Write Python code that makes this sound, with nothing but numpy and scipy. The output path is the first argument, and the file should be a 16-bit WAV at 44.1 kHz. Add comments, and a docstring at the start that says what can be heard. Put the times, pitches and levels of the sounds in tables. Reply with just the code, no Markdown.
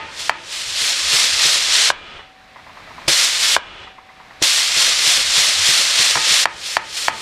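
"""A metal-clad workshop, one microphone on a home-built pneumatic hammer, about three strokes a second.
Exhaust air hisses on every stroke; the ram turns on an air cushion, strikes the anvil or parks against
its top stop, where the hose bleeds and the valve whistles. From across the shop a pump ticks faintly.
The gain control behind the microphone ducks at each blow and swells in the pauses."""
import sys
import numpy as np
from scipy import signal
from scipy.fft import rfft, irfft
from scipy.io import wavfile
from scipy.ndimage import uniform_filter1d, minimum_filter1d

SR = 44100
rng = np.random.default_rng(int(sys.argv[2]) if len(sys.argv) > 2 else 0)


def materialize(psi):
    """Save the field psi as 16-bit PCM at rate SR to the path in sys.argv[1].

    A 1-D psi becomes a single channel; in a 2-D psi each row is a channel.
    """
    bounded = np.clip(np.atleast_2d(psi).T, -1, 1)
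    quanta = np.round(bounded * 32767).astype(np.int16)
    wavfile.write(sys.argv[1], SR, quanta)


N = 317961
TIME = np.arange(N) / SR

# Ram on anvil, then ram on top stop. Each row: time in seconds, relative level in dB, extra ring in dB.
ANVIL_BLOWS = [(-.02, 13.5, -6), (0.2946, 17, -9.5), (6.154, -2, -10), (6.157, -3.5, 6.5), (6.169, -3, -1),
               (6.174, -2.5, -18), (6.4551, 18.5, -12), (6.7677, 18, -9), (7.0821, 15, -6)]
TOP_STOPS = [(1.902, 12.5, -3.5), (3.5644, 13.5, -4)]
# The ram turns on its air cushion. Each row: time in seconds, relative level in dB.
RAM_REVERSALS = [(0.81, -25), (1.126, -26.5), (1.447, -24.5), (4.765, -30), (5.067, -29), (5.372, -27.5),
                 (5.684, -28), (5.992, -29), (6.157, -19.5), (6.305, -27)]
# Low shudders of the frame. Each row: start in seconds, relative level in dB.
FRAME_SHUDDERS = [(.65, -29), (1.02, -32), (1.29, -37), (5.2, -36), (5.56, -33.5)]
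# The valve launches the parked ram. Each row: start in seconds, relative level in dB, t60 in seconds.
LAUNCHES = [(3.078, -12.5, 0.094), (4.418, -18, 0.1)]
# The valve switches and vents a stroke. Each row: time in seconds, relative flow in dB,
# swell beforehand in seconds, hold in seconds, extra treble in dB.
VALVE_STROKES = [(0.193, -19, 0.06, .11, -4), (0.524, -15.5, 0.067, 0.09, -4),
                 (0.809, -11, 0.17, 0.079, -3.5), (1.129, -12.5, 0.19, 0.093, -4),
                 (1.455, -12.5, .16, 0.1, -4), (1.764, -10.5, .12, 0.11, -8),
                 (3.081, -10, 0.0017, .16, -1.5), (3.429, -14, 0.12, 0.15, 0),
                 (4.425, -10, 0.0023, 0.16, -1.5), (4.773, -13, 0.11, .09, -3),
                 (5.075, -13.5, 0.26, 0.091, -2), (5.379, -13, 0.14, 0.11, -3.5),
                 (5.68, -12.5, 0.15, 0.12, -3), (6.011, -11.5, 0.15, 0.092, -4),
                 (6.337, -7.5, 0.1, 0.07, -3.5), (6.661, -13.5, 0.084, 0.081, -1),
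                 (6.968, -11.5, 0.082, 0.086, 0), (7.24, -17.5, 0.11, .1, 2)]
# The valve shuts as the ram ends its travel. Each entry: time in seconds.
VALVE_SHUTS_S = [0.298, 1.902, 3.56, 6.437, 6.772, 7.085]
# Whistles of the valve. Each row: end of the swell in seconds, relative level in dB, length in seconds.
VALVE_WHISTLES = [(2.25, -41.5, .42), (3.87, -39.5, .53)]
# Runs of the pump. Each row: start, end and period in seconds, relative level in dB,
# sag in dB per second, after-click in dB against its tick.
DISTANT_PUMP_RUNS = [(2.558, 3.03, .1053, -29, 12, -6), (3.872, 4.36, .1088, -25, 17, -18)]

# Ringing metal. Each row: frequency in Hz, relative level in dB, t60 (time to fall 60 dB) in seconds.
DIE_AND_FRAME_MODES = [(685, -8.5, 0.014), (938, -5.5, 0.014), (1345, -3, 0.0077), (1794, -4.5, 0.0097),
                       (2290, -8.5, 0.0072), (3100, -27, 0.0045), (4480, -17, 0.019), (888, -30, .4),
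                       (895, -30, .4), (1253, -32, 0.51), (1262, -40, 0.3), (1710, -32, 0.34),
                       (1850, -35, 0.69), (2008, -34, 0.31), (2320, -36, .55), (2520, -35, 0.37),
                       (4400, -42, 0.28)]
TOP_STOP_MODES = [(396, -19.5, 0.011), (690, -14, 0.0093), (998, -8, 0.012), (1580, -0.5, 0.011),
                  (2270, -3, 0.0049), (2970, -8, 0.0085), (3530, -5, 0.0049), (1225, -76, .35),
                  (2380, -46, .6), (2395, -42.5, 0.87)]
CASING_MODES = [(860, -10, 0.031), (1003, -7.5, 0.034), (1240, -8, 0.04)]
VALVE_BODY_MODES = [(141, -10.5, 0.11), (332, -3, 0.086), (560, -4, 0.081)]
# Steady narrow peaks that colour the exhaust hiss, then resonances of the bleeding hose.
# Each row: frequency in Hz, width in Hz, gain in dB.
HISS_PEAKS = [(1884, 46, -22), (2500, 16, -20), (2750, 17, -11), (3370, 63, -5.5), (3570, 14, 1.5),
              (3700, 16, -10), (3800, 41, -21), (4220, 45, -7), (5208, 45, -5), (5680, 170, -12),
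              (7090, 72, -5.5), (7580, 120, -5.5)]
HOSE_RESONANCES = [(1270, 53, -3), (1700, 79, -37), (2420, 26, -7), (2920, 160, -2), (3400, 40, 7),
                   (4040, 40, 4), (8500, 200, -6)]
# Noise spectra of the sources. Each row: frequency in Hz, relative spectral density in dB.
THUMP_SPECTRUM = [(30, -23), (90, -6), (140, -10.5), (180, -4.5), (250, -9), (450, -2), (900, -28)]
SHUDDER_SPECTRUM = [(25, -7), (55, -9), (90, -1), (130, -7), (250, -42)]
FEED_SPECTRUM = [(15, -35), (25, 2), (156, -5), (219, -5), (249, -16.5), (283, -4.5), (440, -5.5),
                 (839, -3.5), (979, -2), (1140, -7), (1240, -2.5), (2130, -4), (3050, -4), (8580, -31),
                 (12000, -55), (15600, -91), (22000, -120)]
PUFF_SPECTRUM = [(30, -1), (80, -24), (140, 2), (220, -3.5), (340, -3), (560, 7), (900, -7), (2000, -18)]
SHOP_SPECTRUM = [(15, -26), (25, 0.5), (281, -3), (389, -8), (631, -0.5), (919, -3), (1140, 0), (1380, -4),
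                 (1660, -1), (2560, -3), (2920, -7.5), (3930, -7.5), (6550, -20), (15500, -36.5)]
EXHAUST_SPECTRUM = [(150, -53), (250, -23), (330, -25), (405, -25), (466, -17), (837, -14.5), (1290, -8.5),
                    (1480, -9), (1790, -5), (4320, 0), (9070, -10), (14700, -29), (15500, -39)]
TICK_SPECTRUM = [(400, -14), (750, -5), (1000, 4), (1250, -3), (1550, -13), (2000, -1), (2800, -29),
                 (6000, -62)]


def from_db(db):
    """Decibels to gain."""
    return 10 ** (np.asarray(db) / 20)


def rms_one(x):
    """Scale to rms 1."""
    return x / np.sqrt(np.mean(x ** 2) + 1e-20)


def since(s):
    """Seconds gone by since time s; zero before it."""
    return np.maximum(TIME - s, 0)


def until(s):
    """Seconds left until time s; zero after it."""
    return np.maximum(s - TIME, 0)


def butter(x, hz, kind):
    """Second-order low- or high-pass filter."""
    return signal.sosfilt(signal.butter(2, hz, kind, fs=SR, output="sos"), x)


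def noise(spectrum):
    """Noise of rms 1 with the given spectrum, falling 20 dB an octave beyond its ends."""
    hz, db = np.transpose(spectrum)
    bins = np.maximum(np.fft.rfftfreq(2 * N, 1 / SR), 1)
    octaves_beyond = np.abs(np.log2(bins / np.clip(bins, hz[0], hz[-1])))
    gain = from_db(np.interp(np.log(bins), np.log(hz), db) - 20 * octaves_beyond)
    return rms_one(irfft(rfft(rng.standard_normal(2 * N)) * gain)[:N])


def flutter(hz):
    """Random wavering up to the given rate; rms 1."""
    return rms_one(butter(rng.standard_normal(N + SR), hz, "low")[SR:])


def with_peaks(x, peaks):
    """Add narrow spectral peaks to a noise; rms 1."""
    out = x.copy()
    for hz, width_hz, db in peaks:
        radius = np.exp(-np.pi * width_hz / SR)
        forward = np.array([1, 0, -1]) * (1 - radius ** 2) / 2
        feedback = [1, -2 * radius * np.cos(2 * np.pi * hz / SR), radius ** 2]
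        out += from_db(db) * signal.lfilter(forward, feedback, x)
    return rms_one(out)


def dying(t60, attack_s):
    """Envelope that rises softly and falls 60 dB in t60 seconds."""
    return (1 - np.exp(-TIME / attack_s)) ** 2 * np.exp(-np.minimum(np.log(1000) * TIME / t60, 50))


def ring(hz, db, t60, attack_s):
    """One mode of a knocked part: a dying sine."""
    return from_db(db) * np.sin(2 * np.pi * hz * TIME) * dying(t60, attack_s)


def add(out, s, sound):
    """Mix a sound in from time s on."""
    at = round(s * SR)
    part = sound[max(-at, 0):N - at]
    out[max(at, 0):max(at, 0) + len(part)] += part


def repeat(sound, events):
    """Place a sound or envelope at each event, given as time in seconds and level in dB."""
    out = np.zeros(N)
    for s, db, *_ in events:
        add(out, s, from_db(db) * sound)
    return out


def strikes(blows, modes, contact_s, low_cut_hz, crack_db=-2, crack_t60=0.012):
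    """Steel on steel: each blow rings every mode with a strength of its own, and the faces crack."""
    out = np.zeros(N)
    rings = np.array([(-1) ** k * ring(*mode, contact_s) for k, mode in enumerate(modes)])
    lasting = np.array([t60 > 0.1 for hz, db, t60 in modes])
    crack = from_db(crack_db) * dying(crack_t60, contact_s) * butter(rng.standard_normal(N), 3100, "low")
    for s, db, ring_db in blows:
        strengths = from_db(rng.standard_normal(len(modes)) + ring_db * lasting)
        add(out, s, from_db(db) * (strengths @ rings + crack))
    return butter(out, low_cut_hz, "high")   # compact steel parts radiate little bass


def anvil():
    """The dies meet in a dead clack; the frame rings on, its close modes beating."""
    return strikes(ANVIL_BLOWS, DIE_AND_FRAME_MODES, contact_s=0.00038, low_cut_hz=465)


def frame(jolt_db=-42, attack_s=0.0034):
    """The column is jolted by each blow, thumps softly at each reversal and shudders as the ram runs."""
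    jolts = [(s, db + jolt_db) for s, db, _ in [*ANVIL_BLOWS, *TOP_STOPS]]
    thumps = repeat(dying(0.13, attack_s), [*RAM_REVERSALS, *jolts]) * noise(THUMP_SPECTRUM)
    bending = repeat(ring(hz=140, db=2.5, t60=0.093, attack_s=attack_s), RAM_REVERSALS)   # lowest mode
    shudders = repeat(dying(t60=0.4, attack_s=0.016), FRAME_SHUDDERS) * noise(SHUDDER_SPECTRUM)
    return thumps + bending + shudders


def after_blow_rush(level_db=-20.5, fall_db_per_s=32.5):
    """A dull rush lingers and fades after each full blow, none after grazes."""
    fades = [(TIME >= s) * from_db(level_db - fall_db_per_s * since(s))
             for s, db, _ in ANVIL_BLOWS if db > 0]
    return np.max(fades, axis=0) * butter(noise(FEED_SPECTRUM), 80, "high")


def cylinder(feed_db=-38, chuff_delay_s=0.104, chuff_db=-27):
    """Feed air and the after-blow rush sound while the ram runs; a low puff marks each launch."""
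    starts = [0] + [s for s, *_ in LAUNCHES]
    ends = [s for s, *_ in TOP_STOPS] + [N / SR]
    running = sum((TIME >= start) & (TIME < end) for start, end in zip(starts, ends))
    rush = from_db(feed_db) * noise(FEED_SPECTRUM) + after_blow_rush()
    # the valve switches back with a small chuff after each reversal
    chuffs = [(s + chuff_delay_s, chuff_db) for s, _ in RAM_REVERSALS]
    puffs = repeat(dying(t60=0.14, attack_s=0.0042), chuffs)
    for s, db, t60 in LAUNCHES:
        add(puffs, s, from_db(db) * dying(t60, attack_s=0.00043))
    return running * rush + puffs * noise(PUFF_SPECTRUM)


def wall_reflections(x, level_db=-12, wall_hz=3000):
    """Dense, dull reflections reach the microphone from the cluttered walls."""
    tail = rng.standard_normal(N) * dying(t60=0.26, attack_s=0.00038)
    tail = butter(tail / np.sqrt(np.sum(tail ** 2)), wall_hz, "low")
    return from_db(level_db) * signal.fftconvolve(x, tail)[:N]


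def room_tone(level_db=-45):
    """The steady hiss of the shop around the microphone."""
    return from_db(level_db) * noise(SHOP_SPECTRUM)


def air_flow(swell_db=10, kick_db=2, kick_s=0.038, spent_db_per_s=65, shut_db_per_s=900,
             treble_swing=1.5, before_switch_db=-1.5):
    """Body and treble gains of the exhaust: a stroke swells, kicks, holds, and runs out or is shut off."""
    body_power, treble_power = np.zeros(N), np.zeros(N)
    for s, db, swell_s, hold_s, bright_db in VALVE_STROKES:
        switched = TIME >= s
        kick = switched * np.exp(-np.minimum(since(s) / kick_s, 20))   # stored pressure escapes first
        shape_db = kick_db * kick - swell_db * until(s) / swell_s - spent_db_per_s * since(s + hold_s)
        # no air vents before the ram is launched or after the valve shuts
        launch_s = max([at for at, *_ in LAUNCHES if at < s - swell_s], default=0)
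        shut_s = min([at for at in VALVE_SHUTS_S if at > s], default=TIME[-1])
        shape_db = np.maximum(shape_db - shut_db_per_s * (until(launch_s) + since(shut_s)), -120)
        treble_db = bright_db + treble_swing * shape_db + before_switch_db * ~switched
        body_power += from_db(db + shape_db) ** 2
        treble_power += from_db(db + treble_db) ** 2
    return np.sqrt(body_power), np.sqrt(treble_power)


def exhaust(split_hz=10500, treble_lift_db=2.0, rough_db=0.66, surge_db=0.56):
    """A turbulent jet with steady narrow peaks; its top treble swells and fades faster than its body."""
    body_gain, treble_gain = air_flow()
    jet = with_peaks(noise(EXHAUST_SPECTRUM), HISS_PEAKS)
    # two-way split whose halves sum flat
    body = butter(butter(jet, split_hz, "low"), split_hz, "low")
    treble = butter(butter(jet, split_hz, "high"), split_hz, "high")
    turbulence_db = rough_db * flutter(hz=350) + surge_db * flutter(hz=30)
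    return (body_gain * body + from_db(treble_lift_db) * treble_gain * treble) * from_db(turbulence_db)


def top_stop():
    """The ram parks against its top stop with a clack and a thin, lasting ring."""
    return strikes(TOP_STOPS, TOP_STOP_MODES, contact_s=0.00061, low_cut_hz=253)


def hose_bleed(level_db=-30, hold_s=0.27, fall_db_per_s=125):
    """Air runs on through the ringing hose after the ram parks, until the pressure evens out."""
    flow = sum((TIME >= s) * from_db(level_db - fall_db_per_s * since(s + hold_s)) for s, *_ in TOP_STOPS)
    return flow * with_peaks(noise(FEED_SPECTRUM), HOSE_RESONANCES)


def ticks(events, rasp_db=-5, attack_s=0.00085):
    """Light knocks of the settling ram or the pump: a short rasp and a ringing casing."""
    rasp = from_db(rasp_db) * repeat(dying(0.097, attack_s), events) * noise(TICK_SPECTRUM)
    casing = sum(ring(*mode, attack_s) for mode in CASING_MODES)
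    return rasp + repeat(casing, events)


def valve_whistle(hz=759, swell_db_per_s=240, sag_db_per_s=25, end_db_per_s=300):
    """A thin note from the nearly closed valve: its level swells, sags with the pressure and dies."""
    level = np.zeros(N)
    for s, db, length_s in VALVE_WHISTLES:
        drop_db = swell_db_per_s * until(s) + sag_db_per_s * since(s) + end_db_per_s * since(s + length_s)
        level += from_db(db - drop_db)
    return level * np.sqrt(2) * np.sin(2 * np.pi * hz * TIME)


def pump_strokes(after_click_s=0.0317):
    """Times and levels of the pump across the shop: even, fading ticks, each with an after-click."""
    events = []
    for start, end, period, db, sag_db_per_s, after_db in DISTANT_PUMP_RUNS:
        for s in np.arange(start, end, period):
            tick_db = db - sag_db_per_s * (s - start)
            events += [(s, tick_db), (s + after_click_s, tick_db + after_db)]
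    return events


def valve_clunk():
    """The first rush of air knocks the valve body at each launch."""
    body = sum(ring(*mode, attack_s=0.0007) for mode in VALVE_BODY_MODES)
    return repeat(body, LAUNCHES)


def scene(exhaust_db=1.0, steel_db=2.0, settle_s=2.191, settle_db=-20):
    """Hammer, walls, pump and room tone at the microphone, the same in both channels."""
    steel = from_db(steel_db) * (anvil() + top_stop())
    air = from_db(exhaust_db) * exhaust() + cylinder() + hose_bleed() + valve_whistle()
    hammer = steel + air + valve_clunk() + frame()
    tick_events = [(settle_s, settle_db)] + pump_strokes()   # the parked ram settles with one tick
    mono = hammer + wall_reflections(hammer) + ticks(tick_events) + room_tone()
    return np.array([mono, mono])


def gain_control(x, target_db=-12.0, start_db=-11.5, window_s=0.02, ahead_s=0.00093,
                 hold_s=0.14, release_db_per_s=15.5):
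    """Looks a little ahead, turns down at once, holds, then creeps back up."""
    power = uniform_filter1d(x.mean(axis=0) ** 2, int(window_s * SR))
    level_db = 10 * np.log10(np.maximum(power, 1e-10))
    wanted_db = target_db - np.interp(TIME + ahead_s, TIME, level_db)
    wanted_db[0] = start_db   # still turned down by earlier blows
    half_hold = int(hold_s * SR / 2)
    held_db = minimum_filter1d(wanted_db, 2 * half_hold + 1, origin=half_hold, mode="nearest")
    creep_db = release_db_per_s * TIME
    gain_db = np.minimum.accumulate(held_db - creep_db) + creep_db
    return x * from_db(uniform_filter1d(gain_db, size=64))


def record(dry, cutoff_hz=15400):
    """Behind the microphone: gain control, overload on the blows and a steep cut of the top treble."""
    clipped = np.clip(gain_control(dry), -1, 1)
    return signal.sosfilt(signal.ellip(10, .1, 80, cutoff_hz, fs=SR, output="sos"), clipped)


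dry = scene()
out = record(dry)
materialize(out)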